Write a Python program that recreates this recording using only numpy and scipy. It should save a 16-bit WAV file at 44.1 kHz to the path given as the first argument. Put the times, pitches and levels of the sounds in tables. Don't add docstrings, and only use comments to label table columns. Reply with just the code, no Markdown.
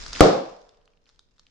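import sys
import numpy as np
from scipy import signal
from scipy.fft import rfft, irfft
from scipy.io import wavfile
from scipy.ndimage import uniform_filter1d

SR = 44100
rng = np.random.default_rng(int(sys.argv[2]) if len(sys.argv) > 2 else 0)


def dump_mix(stems):
    frames = np.atleast_2d(stems).T
    limited = np.clip(frames, -1, 1)
    pcm = np.round(limited * 32767).astype(np.int16)
    wavfile.write(sys.argv[1], SR, pcm)


N = 66150
POP_S = 0.2068


def undb(db):
    return 10 ** (np.asarray(db) / 20)


def pan(db):
    return undb(np.array([[db], [-db]]) / 2)


def per_bin(table):
    hz, value = np.array(table).T
    return np.interp(np.log(np.arange(N // 2 + 1) * SR / N + 1), np.log(hz), value)


def unit(x):
    return x / np.sqrt(np.mean(x ** 2))


def colour(x, table):
    return unit(irfft(rfft(x) * undb(per_bin(table)), N))


def decay(age, decay_s):
    return (age >= 0) * np.exp(-np.maximum(age, 0) / decay_s)


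def ping(age, hz, decay_s, attack_s=.0002):
    return np.sin(2 * np.pi * hz * age) * decay(age, decay_s) * (1 - decay(age, attack_s))


# freq_hz, correlation
ROOM_CORRELATION = [(60, .6), (150, 1), (300, .5), (640, 0.0084), (1400, 0.028), (10000, 0.034)]
def diffuse_noise():
    correlation = per_bin(ROOM_CORRELATION)
    mid, side = rfft(rng.standard_normal((2, N)))
    spectrum = mid * np.sqrt(1 + correlation) + np.array([[1], [-1]]) * side * np.sqrt(1 - correlation)
    return unit(irfft(spectrum, N))


# freq_hz, gain_db
RUMBLE_SPECTRUM = [(15, -11), (32, -3), (55, -14), (110, -21.5), (200, -24), (300, -26.5), (600, -33.5),
                   (2000, -41), (6000, -48), (11000, -62)]
def rumble(t, floor_db=-66, shove_db=-44):
    floor = undb(floor_db) * colour(diffuse_noise(), RUMBLE_SPECTRUM)
    shoved_air = undb(shove_db) * colour(diffuse_noise(), RUMBLE_SPECTRUM)
    return floor + shoved_air * decay(np.maximum(t - POP_S, 0), decay_s=.077)


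# freq_hz, gain_db
FILM_SPECTRUM = [(100, -4.5), (300, -3), (500, -4), (950, -5), (1400, 0), (2000, -2.5), (3500, -3.5),
                 (5200, .5), (7000, -6.5), (9000, -22.5), (11000, -38)]
def film_noise(envelope=1):
    return colour(envelope * rng.standard_normal((2, N)), FILM_SPECTRUM)


# time_s, level_db
SQUEEZE_LEVELS = [(0, -39.5), (.05, -48.5), (.12, -44), (.155, -39.5), (.2, -40), (.26, -49.5), (.6, -66.5),
                  (.8, -82), (1.02, -80.5), (1.08, -73), (1.2, -83), (1.31, -80.5), (1.39, -75), (1.5, -78)]
def crackle(t, taut_per_s=900, slack_per_s=110, spread_db=1.5, decay_s=.0014):
    rate_per_s = np.where(t < POP_S, taut_per_s, slack_per_s)
    onsets = rng.random(N) < rate_per_s / SR
    slips = onsets * undb(spread_db * np.minimum(rng.exponential(size=N), 3))
    energy = signal.lfilter([1], [1, -np.exp(-2 / (decay_s * SR))], slips ** 2 / rate_per_s + 1e-18)
    level_db = np.interp(t, *np.array(SQUEEZE_LEVELS).T)
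    return film_noise(np.sqrt(energy)) * undb(level_db)


# start_s, level_db, pitch_hz, decay_s, pocket_relative_db
CREASE_SNAPS = [(.038, -30, 4400, 0.00083, -6), (.063, -29, 4630, .003, 3.5),
                (0.081, -33.5, 5370, 0.0019, -15), (.131, -19.5, 4730, 0.0015, -4),
                (0.1498, -29, 2780, 0.0034, -23), (0.1528, -30, 3720, 0.0021, -12),
                (0.1603, -25.5, 2550, .0015, -14), (.170, -35, 3208, .003, 12.5),
                (0.1965, -25.5, 3980, .002, 10), (.617, -50, 4270, 0.0014, -15),
                (0.6917, -44, 4000, .0012, -17), (.745, -55, 3317, .001, -9), (.772, -58, 3783, .0015, -21),
                (.814, -57.5, 3510, .001, -12), (.856, -56.5, 5194, .002, -10),
                (0.877, -48.5, 2692, 0.0009, 2), (.935, -61, 3017, .002, -14),
                (.973, -59, 3006, 0.0019, -8), (1.057, -52.5, 3804, .001, -16),
                (1.066, -52, 2714, 0.0014, -8), (1.0911, -44.5, 4525, 0.00068, -8),
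                (1.098, -50.5, 4500, .0007, 0.5), (1.146, -59.5, 3486, 0.00083, -4),
                (1.160, -55.5, 4203, 0.00098, -10), (1.1928, -37.5, 4450, .001, -8),
                (1.3817, -52.5, 3805, 0.00099, -1), (1.3952, -40, 4330, 0.00096, -5),
                (1.467, -47, 3400, 0.0021, -19)]
def creases(t, pocket_hz=1351, band_ratio=1.26, click_db=-16):
    out = np.zeros((2, N))
    highpass = signal.butter(3, pocket_hz, "high", fs=SR, output="sos")
    click_noise = unit(signal.sosfilt(highpass, film_noise()))
    for start_s, level_db, pitch_hz, decay_s, pocket_db in CREASE_SNAPS:
        span = slice(int(start_s * SR), int(start_s * SR) + SR // 40)
        age = t[span] - start_s
        envelope = decay(age, decay_s)
        band = signal.butter(2, [pitch_hz / band_ratio, pitch_hz * band_ratio], "band", fs=SR, output="sos")
        patch = unit(signal.sosfilt(band, rng.standard_normal(len(age)) * envelope))
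        patch *= np.sqrt(np.mean(envelope ** 2) / 2)
        pocket = ping(age, pocket_hz * (1 + .04 * rng.standard_normal()), decay_s=.00082)
        click = click_noise[:, span] * envelope
        out[:, span] += undb(level_db) * (patch + undb(pocket_db) * pocket + undb(click_db) * click)
    return out


# freq_hz, t60_s
ROOM_DECAY = [(50, 0.24), (150, 0.39), (300, 0.44), (550, 0.46), (950, 0.54), (1400, 0.42), (2500, .46),
              (5000, .42), (9000, .32)]
def room_fade(x, age):
    count = N // 2
    spectrum, out = rfft(x[:, :count]), np.zeros((2, N))
    band_hz, t60s = np.array(ROOM_DECAY).T
    bin_hz = np.arange(spectrum.shape[1]) * SR / count
    band_index = np.interp(np.log(bin_hz + 1), np.log(band_hz), np.arange(len(band_hz)))
    for k, t60_s in enumerate(t60s):
        band = irfft(spectrum * np.maximum(1 - np.abs(band_index - k), 0), count)
        out[:, :count] += band * decay(age[:count], t60_s / np.log(1000))
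    return out


def reverb(x, t):
    response = room_fade(diffuse_noise(), t)
    response /= np.sqrt(np.sum(response ** 2) / 2)
    return signal.fftconvolve(x, response, axes=1)[:, :N]


def burst(t, suction_s=.00072, push_s=.0011, flap_hz=598.3, skin_hz=1230):
    age = t - POP_S
    after_pulse = age - suction_s - push_s
    pulse = undb(11) * (age >= 0) * (after_pulse < 0) * np.where(age < suction_s, -1, 1)
    recovery = undb(4.5) * decay(after_pulse, .0021) * pan(10)
    pressure = uniform_filter1d(pulse - recovery, size=5)
    tear = undb(3) * film_noise() * decay(age, .0022) * pan(-5.5)
    wobble = unit(uniform_filter1d(rng.standard_normal(N), size=60))
    flap_cycles = np.cumsum((after_pulse >= 0) * flap_hz * (1 + .27 * wobble)) / SR
    flap = undb(-1.5) * np.sin(2 * np.pi * flap_cycles) * decay(after_pulse, .006) * pan(-20)
    skin = undb(.5) * ping(after_pulse, skin_hz, decay_s=.0054)
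    return pressure + tear + flap + skin


def wall_echo(t, delay_s=.0149, width_s=.0004):
    return undb(1.5) * np.exp(-((t - POP_S - delay_s) / width_s) ** 2) * pan(8.5)


# freq_hz, gain_db
WASH_SPECTRUM = [(25, -14.5), (70, -15), (130, -7), (220, -7.5), (320, -3), (520, 3.5), (770, -2.5),
                 (930, -12.5), (1230, -9.5), (1800, -20.5), (2700, -25), (3400, -23), (5200, -24),
                 (7500, -34), (10500, -53.5)]
# pitch_hz, level_db, t60_s
ROOM_RESONANCES = [(152, -23, .35), (183.6, -27, 0.52), (297.1, -15, .3), (372.2, -17, .36),
                   (441.7, -22, .36), (443, -51, 1.7), (482, -52, 1.7), (524.5, -19.5, 0.39),
                   (556, -22, 0.43), (576, -50.5, 1.5), (605, -22, .36), (724.6, -23, .34),
                   (799, -22, 0.31)]
# freq_hz, gain_db
SHELF_SPECTRUM = [(150, -27), (330, -12.5), (430, -1), (485, -2), (530, -5), (580, -3), (690, -3),
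                  (850, -10.5), (1200, -10.5), (2000, -23), (4000, -27.5), (8000, -50)]
def room_ring(age, build_s=.007, hold_s=.027, shelf_t60_s=1.24):
    build = 1 - np.exp(-(age / build_s) ** 2)
    fade_age = np.hypot(age, hold_s) - hold_s
    wash = undb(-5.5) * room_fade(colour(diffuse_noise(), WASH_SPECTRUM), fade_age)
    modes = np.zeros(N)
    for pitch_hz, level_db, t60_s in ROOM_RESONANCES:
        tone = np.sin(2 * np.pi * (pitch_hz * age + rng.random()))
        modes += undb(level_db) * tone * decay(fade_age, t60_s / np.log(1000))
    shelves = undb(-37.5) * colour(diffuse_noise(), SHELF_SPECTRUM) * decay(age, shelf_t60_s / np.log(1000))
    ringing = build * (wash + modes + shelves)
    return np.pad(ringing, ((0, 0), (int(POP_S * SR), 0)))[:, :N]


def scene():
    t = np.arange(N) / SR
    snaps, slips = creases(t), crackle(t)
    film = snaps + slips + reverb(undb(-9) * snaps + slips, t)
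    return film + burst(t) + wall_echo(t) + room_ring(t) + rumble(t)


def follow_level(x, attack_s=.006, release_s=.15):
    step = SR // 1000
    starts = np.arange(0, N, step)
    level, levels = 0., []
    for block_mean in np.add.reduceat(x, starts) / step:
        lag_s = attack_s if block_mean > level else release_s
        level += (block_mean - level) * step / SR / lag_s
        levels.append(level)
    return np.interp(np.arange(N), starts + step, levels)


def record(dry, treble_top_hz=10800, full_level_duck_db=-3.5):
    heard = signal.sosfiltfilt(signal.butter(10, treble_top_hz, fs=SR, output="sos"), dry)
    clipped = heard / (1 + heard ** 4) ** .25
    level = follow_level(np.abs(clipped).max(axis=0))
    ducked = clipped * undb(full_level_duck_db * level ** 2)
    softened = signal.sosfilt(signal.butter(3, 15010, fs=SR, output="sos"), ducked)
    return signal.sosfilt(signal.ellip(6, .05, 60, 16000, fs=SR, output="sos"), .94 * softened)


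dry = scene()
out = record(dry)
dump_mix(out)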